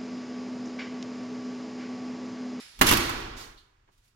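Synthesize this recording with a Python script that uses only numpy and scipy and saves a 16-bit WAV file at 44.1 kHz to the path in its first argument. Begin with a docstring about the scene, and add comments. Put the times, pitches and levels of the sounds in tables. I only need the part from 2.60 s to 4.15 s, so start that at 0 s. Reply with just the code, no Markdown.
"""A heavy door slams in a hard-walled stairwell, heard from a spaced microphone pair close to the walls,
with the door to the right. Over the building's rumble the leaf swings, its hardware ringing faintly, and
pushes air ahead. The latch touches, the leaf hits the frame and chatters in it, loose latch metal buzzes,
and the stairwell rings on. A scuff, a thin squeak, a faint bump and some rustling follow."""
import sys
import numpy as np
from scipy import signal
from scipy.fft import rfft, irfft
from scipy.io import wavfile

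SR = 44100
rng = np.random.default_rng(int(sys.argv[2]) if len(sys.argv) > 2 else 0)


def digitize_waveform(pressure):
    """Quantize a signal to 16-bit integers and store it at the path in sys.argv[1].

    Rows of a 2-D input are taken as channels; values are limited to [-1, 1].
    """
    field = np.atleast_2d(pressure).T
    bounded = np.clip(field, -1, 1)
    quanta = np.round(bounded * 32767).astype(np.int16)
    wavfile.write(sys.argv[1], SR, quanta)


N = 68355
T = np.arange(N) / SR
EDGES_HZ = np.concatenate([[18, 45, 90, 140], np.geomspace(200, 17500, 21)])
CENTRES_HZ = np.sqrt(EDGES_HZ[1:] * EDGES_HZ[:-1])

# at the microphone pair: f/Hz, left-right correlation
CORRELATION = [(125, 0.99), (250, 1), (500, 0.34), (1000, 0.1), (16000, 0.049)]
# f/Hz, left minus right/dB
BALANCE = [(250, 0), (600, -2), (1200, -3.5), (2500, -6), (6000, -7), (9000, 3.5), (11000, 9), (14000, -11)]
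# f/Hz, delay of the left side/s
LEFT_LAG = [(40, .00015), (250, 0.00025), (700, .00058)]
# spectra of the noisy sounds: f/Hz, relative density/dB
RUMBLE_COLOUR = [(25, -1), (60, -9), (98, 0.5), (150, -25.5), (300, -22), (600, -28.5), (1300, -24),
                 (3000, -29.5), (6000, -31.5), (10000, -44.5), (16000, -48)]
SWING_COLOUR = [(60, -25.5), (250, -8), (600, -9.5), (1200, -2.5), (2000, 0.5), (3000, 0), (5000, 3),
                (8000, -12), (10200, -9), (13000, -20), (16000, -26.5)]
AIR_COLOUR = [(25, -1), (60, -7), (120, -12), (300, -18.5), (1000, -48)]
DOOR_COLOUR = [(30, -6.5), (70, -9.5), (150, -4.5), (230, 3), (400, 1.5), (560, -7), (1100, 2.5), (2400, 0),
               (4500, -6.5), (7000, -9.5), (8600, -13), (11500, -7.5), (16000, -15)]
STAIRWELL_COLOUR = [(30, 6.5), (70, 2.5), (140, -4), (260, 3), (400, 5), (560, -5.5), (1100, 2.5),
                    (2800, -2.5), (4500, -5.5), (7000, -10), (8600, -15), (11500, -10), (16000, -22)]
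SCUFF_COLOUR = [(100, -10), (500, -4.5), (1300, 2.5), (2500, 0.5), (4200, 5), (6500, 0.5), (9000, -7),
                (12000, -8), (16000, -15)]
SQUEAK_COLOUR = [(2500, -32), (3400, 7), (4200, 3.5), (5200, -12), (9000, -20), (16000, -27)]
RUSTLE_COLOUR = [(200, -13), (1200, -6), (3500, 5), (7000, 1.5), (11000, 2), (16000, -7)]
# swells of rubbing or moving air: peak t/s, level/dB, rise/s, t60/s
SWING = [(.005, -47, .05, 0.68), (.16, -57.5, 0.057, 0.48)]
AIR_PUSH = [(0.211, -39, 0.016, 0.25)]
SCUFFS = [(.78, -44.5, .009, 0.37), (0.813, -45, 0.015, 0.4)]
SQUEAK = [(0.979, -57, 0.0031, 0.25)]
RUSTLES = [(1.33, -74.5, 0.0078, 0.37), (1.381, -72, 0.0036, 0.14), (1.454, -72, 0.02, 0.31),
           (1.482, -70, .003, .1)]
# resonances of the swinging leaf's hardware: f/Hz, width/Hz, level/dB
HARDWARE_RINGS = [(2340, 120, -58.5), (3681, 100, -61), (5200, 98, -56), (7470, 170, -58.5),
                  (10150, 210, -58)]
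# leaf and latch strike the frame: t/s, bass/dB, middle/dB, presence/dB, treble/dB
BLOWS = [(.190, -34.5, -35, -26, -24.5), (0.2113, 1, 4, 0, 1), (0.2145, 3, 2, 0.5, -3),
         (0.2219, -5.5, -13.5, -18.5, -2.5), (0.2638, -20.5, -20.5, -13, -6.5),
         (0.2677, -19.5, -14.5, -1.5, -2), (0.28, -16, -11, -3, -6), (0.288, -12, -16, 0.5, -0.5),
         (.311, -1.5, -0.5, -4.5, 1), (.323, 1, -1.5, -5, -2.5), (.334, -8.5, -15, -4.5, -4),
         (0.37, -20, -14, -11, -5), (0.493, -14, -10.5, -19.5, -16.5), (0.602, -24, -27, -29.5, -30)]
# where those four ranges lie: f/Hz
BLOW_RANGES_HZ = [250, 1000, 3500, 11000]
# the direct sound's place, on top of BALANCE: f/Hz, left minus right/dB
DOOR_SIDE = [(300, 3.5), (600, -4.5), (1200, -3), (2500, -1), (10000, -1)]
# decay of the dense rings: f/Hz, t60/s
DOOR_T60 = [(40, 0.067), (250, 0.08), (1000, 0.071), (4000, 0.059), (14000, .05)]
STAIRWELL_T60 = [(35, 1.9), (120, 1.11), (350, 1.19), (1200, 1.258), (3000, 1.165), (5500, 0.91),
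                 (9000, 0.62), (15000, 0.54)]
# modes of leaf, latch and loose latch metal: f/Hz, relative level/dB, t60/s
LEAF_MODES = [(36.7, -40.5, 1.4), (95.7, -46, 1.6), (120.8, -39, 1.3), (167, -30.5, 0.077),
              (221.4, -31, .6), (251.5, -28, 0.18), (314.8, -43, .8), (340.3, -37.5, .7),
              (940, -34.5, 0.18), (1190, -29, .14), (1735, -40, 0.2)]
LATCH_MODES = [(2332, -37, .5), (2761, -39.5, 0.46), (2634, -30.5, 0.59), (3050, -36.5, .3), (3280, -45, 1),
               (4860, -49.5, .5)]
BUZZ_MODES = [(2790, -5, 0.089), (3014, -5.5, 0.038), (3325, -4.5, 0.024), (4266, -7.5, 0.0069),
              (5790, -3, 0.02), (7300, -1.5, 0.0079), (10000, -7, 0.01), (11610, -5, .014),
              (13800, -9.5, 0.0043)]
# the slam's level dips as it fades: t/s, gain/dB
LEVEL_DIP = [(.9, 0), (1.0, -7), (1.15, -7), (1.5, -3)]
# faint touches: t/s, level/dB, top f/Hz
BUMPS = [(1.277, -64, 2380), (1.288, -61, 1406)]


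def from_db(db):
    """Decibels to gain."""
    return 10 ** (np.asarray(db) / 20)


def at_hz(points, hz=CENTRES_HZ):
    """Read a table on a log-frequency axis."""
    f, value = np.transpose(points)
    return np.interp(np.log(hz), np.log(f), value)


def dying(t, t60):
    """Holds at 1 until t = 0, then loses 60 dB in t60."""
    return np.exp(-np.log(1000) * np.maximum(t, 0) / t60)


def pan(db):
    """Left and right gains, db apart, at constant total power."""
    gains = from_db([[db / 2], [-db / 2]])
    return gains / np.sqrt(np.mean(gains ** 2))


def noise_bands():
    """Noise as a spaced microphone pair hears it, alike in the bass: bands x 2 x N."""
    bands = []
    white = rng.standard_normal((2, 2, N + SR // 10))
    for k, (alike, side_db) in enumerate(zip(at_hz(CORRELATION), at_hz(BALANCE))):
        sos = signal.butter(3, EDGES_HZ[k:k + 2], "band", fs=SR, output="sos")
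        pair = signal.sosfilt(sos, white[k % 2])[:, -N:]
        shares = np.sqrt([(1 + alike) / 2, (1 - alike) / 2])
        mid, side = pair * (shares / pair.std(axis=1))[:, None]
        bands.append(pan(side_db) * np.array([mid + side, mid - side]))
    return np.array(bands)


def band_gains(colour):
    """Gain per band for a spectrum, total power 1."""
    gains = from_db(at_hz(colour)) * np.sqrt(np.diff(EDGES_HZ))
    return gains / np.sqrt(np.sum(gains ** 2))


def coloured(bands, colour):
    """Mix the bands to a spectrum, reversed so that it is unrelated to the stairwell's ring."""
    return np.tensordot(band_gains(colour), bands, 1)[:, ::-1]


def rumble(bands, level_db=-70.5):
    """Room tone: the building's steady low noise."""
    return from_db(level_db) * coloured(bands, RUMBLE_COLOUR)


def swells(bands, rows, colour):
    """Rubbing or moving air: noise that swells and dies away in the stairwell."""
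    power = 0
    for peak_s, db, rise_s, t60 in rows:
        rise = np.exp(-.5 * (np.minimum(T - peak_s, 0) / rise_s) ** 2)
        power += (from_db(db) * rise * dying(T - peak_s, t60)) ** 2
    return np.sqrt(power) * coloured(bands, colour)


def hardware_rings(t60=.8):
    """The swing rubs narrow resonances of the leaf's hardware, which fade."""
    out = 0
    for hz, width_hz, db in HARDWARE_RINGS:
        resonance = signal.iirpeak(hz, hz / width_hz, fs=SR)
        rubbed = signal.lfilter(*resonance, rng.standard_normal((2, N)))
        out += from_db(db) * pan(at_hz(BALANCE, hz)) * rubbed / rubbed.std()
    return out * dying(T, t60)


def blows_at(hz):
    """Each blow's starting sample and its strength at one frequency."""
    return [(int(s * SR), from_db(np.interp(np.log(hz), np.log(BLOW_RANGES_HZ), levels_db)))
            for s, *levels_db in BLOWS]


def dense_ring(bands, colour, t60s, rise_s):
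    """Each blow sets off countless modes, which build up, then die at their own rate in each band."""
    out = 0
    build = 1 - np.exp(-T / rise_s)
    for hz, gain, band in zip(CENTRES_HZ, band_gains(colour), bands):
        answer = (build * dying(T, at_hz(t60s, hz))) ** 2
        power = np.zeros(N)
        for start, strength in blows_at(hz):
            power[start:] += strength ** 2 * answer[:N - start]
        out += gain * np.sqrt(power) * band
    return out


def door_crack(bands, gain_db=-10, contact_s=.00092):
    """Direct sound: the short crack of leaf on frame, from the right above the bass."""
    sides = np.array([pan(db) for db in at_hz(DOOR_SIDE)])
    direct = sides * np.roll(bands, N // 2, axis=2)  # shifted to be unrelated to the stairwell's ring
    return from_db(gain_db) * dense_ring(direct, DOOR_COLOUR, DOOR_T60, contact_s)


def stairwell(bands, gain_db=-26):
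    """The hard walls' long answer to each blow."""
    return from_db(gain_db) * dense_ring(bands, STAIRWELL_COLOUR, STAIRWELL_T60, rise_s=.014)


def ring(clicks, hz, t60):
    """One mode: a unit click sets a sine of height 1 ringing."""
    radius = from_db(-60 / (t60 * SR))
    angle = 2 * np.pi * hz / SR
    return signal.lfilter([np.sin(angle)], [1, -2 * radius * np.cos(angle), radius ** 2], clicks + 1e-18)


def leaf_and_latch_modes():
    """Single modes, struck by every blow, stand out of the dense ring."""
    out = 0
    for hz, db, t60 in LEAF_MODES + LATCH_MODES:
        clicks = np.zeros(N)
        for start, strength in blows_at(hz):
            clicks[start] -= strength
        out += from_db(db) * pan(at_hz(BALANCE, hz)) * ring(clicks, hz, t60)
    return out


def latch_buzz(start_s=.2625, fade_from_s=.325, touches_per_s=1200, level_db=-25.5):
    """After the rebound, loose latch metal strikes its resonances in rapid, uneven touches."""
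    touches = rng.random(N) < touches_per_s / SR
    effort = (T > start_s) * dying(T - fade_from_s, t60=.065)
    out = 0
    for hz, db, t60 in BUZZ_MODES:
        clicks = touches * effort * rng.uniform(-.91, 1, (2, N))
        out += from_db(db) * pan(at_hz(BALANCE, hz)) * ring(clicks, hz, t60)
    active_rms = np.sqrt(np.sum(out ** 2) / (2 * np.sum(effort ** 2)))
    return from_db(level_db) * out / active_rms


def bump(bands, t60=.064):
    """Dull, quickly damped touches with little above their top frequency."""
    out = 0
    for s, db, top_hz in BUMPS:
        rolloff_db = -10 * np.log10(1 + (CENTRES_HZ / top_hz) ** 8)
        dull_noise = coloured(bands, np.transpose([CENTRES_HZ, rolloff_db]))
        out += from_db(db) * (T > s) * dying(T - s, t60) * dull_noise
    return out


def at_microphones(sound, walls=4, echo_db=-16, delay_range_s=(.001, .006), corner_hz=1000):
    """Echoes off walls near the pair ripple the spectrum above the bass; the left side hears later."""
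    hz = np.maximum(np.arange(N + 1) * SR / (2 * N), 1)
    gain = from_db(echo_db) * hz ** 2 / (hz ** 2 + corner_hz ** 2)
    delays_s = rng.uniform(*delay_range_s, (walls, 2, 1))
    echoes = np.exp(-2j * np.pi * hz * delays_s).sum(axis=0)
    ripple = (1 + gain * echoes) / np.sqrt(1 + walls * gain ** 2)
    lag = np.exp(-2j * np.pi * hz * at_hz(LEFT_LAG, hz) * [[1], [0]])
    return irfft(rfft(sound, 2 * N) * lag * ripple)[:, :N]


def scene():
    """Over the building's rumble: the swing, the slam and the small sounds after it."""
    bands = noise_bands()
    swing = swells(bands, SWING, SWING_COLOUR) + hardware_rings() + swells(bands, AIR_PUSH, AIR_COLOUR)
    slam = door_crack(bands) + stairwell(bands) + leaf_and_latch_modes() + latch_buzz()
    dip = from_db(np.interp(T, *np.transpose(LEVEL_DIP)))
    scuff = swells(bands, SCUFFS, SCUFF_COLOUR)
    squeak = swells(bands, SQUEAK, SQUEAK_COLOUR)
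    rustle = swells(bands, RUSTLES, RUSTLE_COLOUR)
    return at_microphones(rumble(bands) + swing + slam * dip + scuff + squeak + bump(bands) + rustle)


def record(dry, overload=3.3, cutoff_hz=16000):
    """The highest peaks are rounded and the top is cut."""
    lowpass = signal.ellip(10, .2, 80, cutoff_hz, fs=SR, output="sos")
    return signal.sosfilt(lowpass, overload * np.tanh(dry / overload))


dry = scene()
out = record(dry)
digitize_waveform(out)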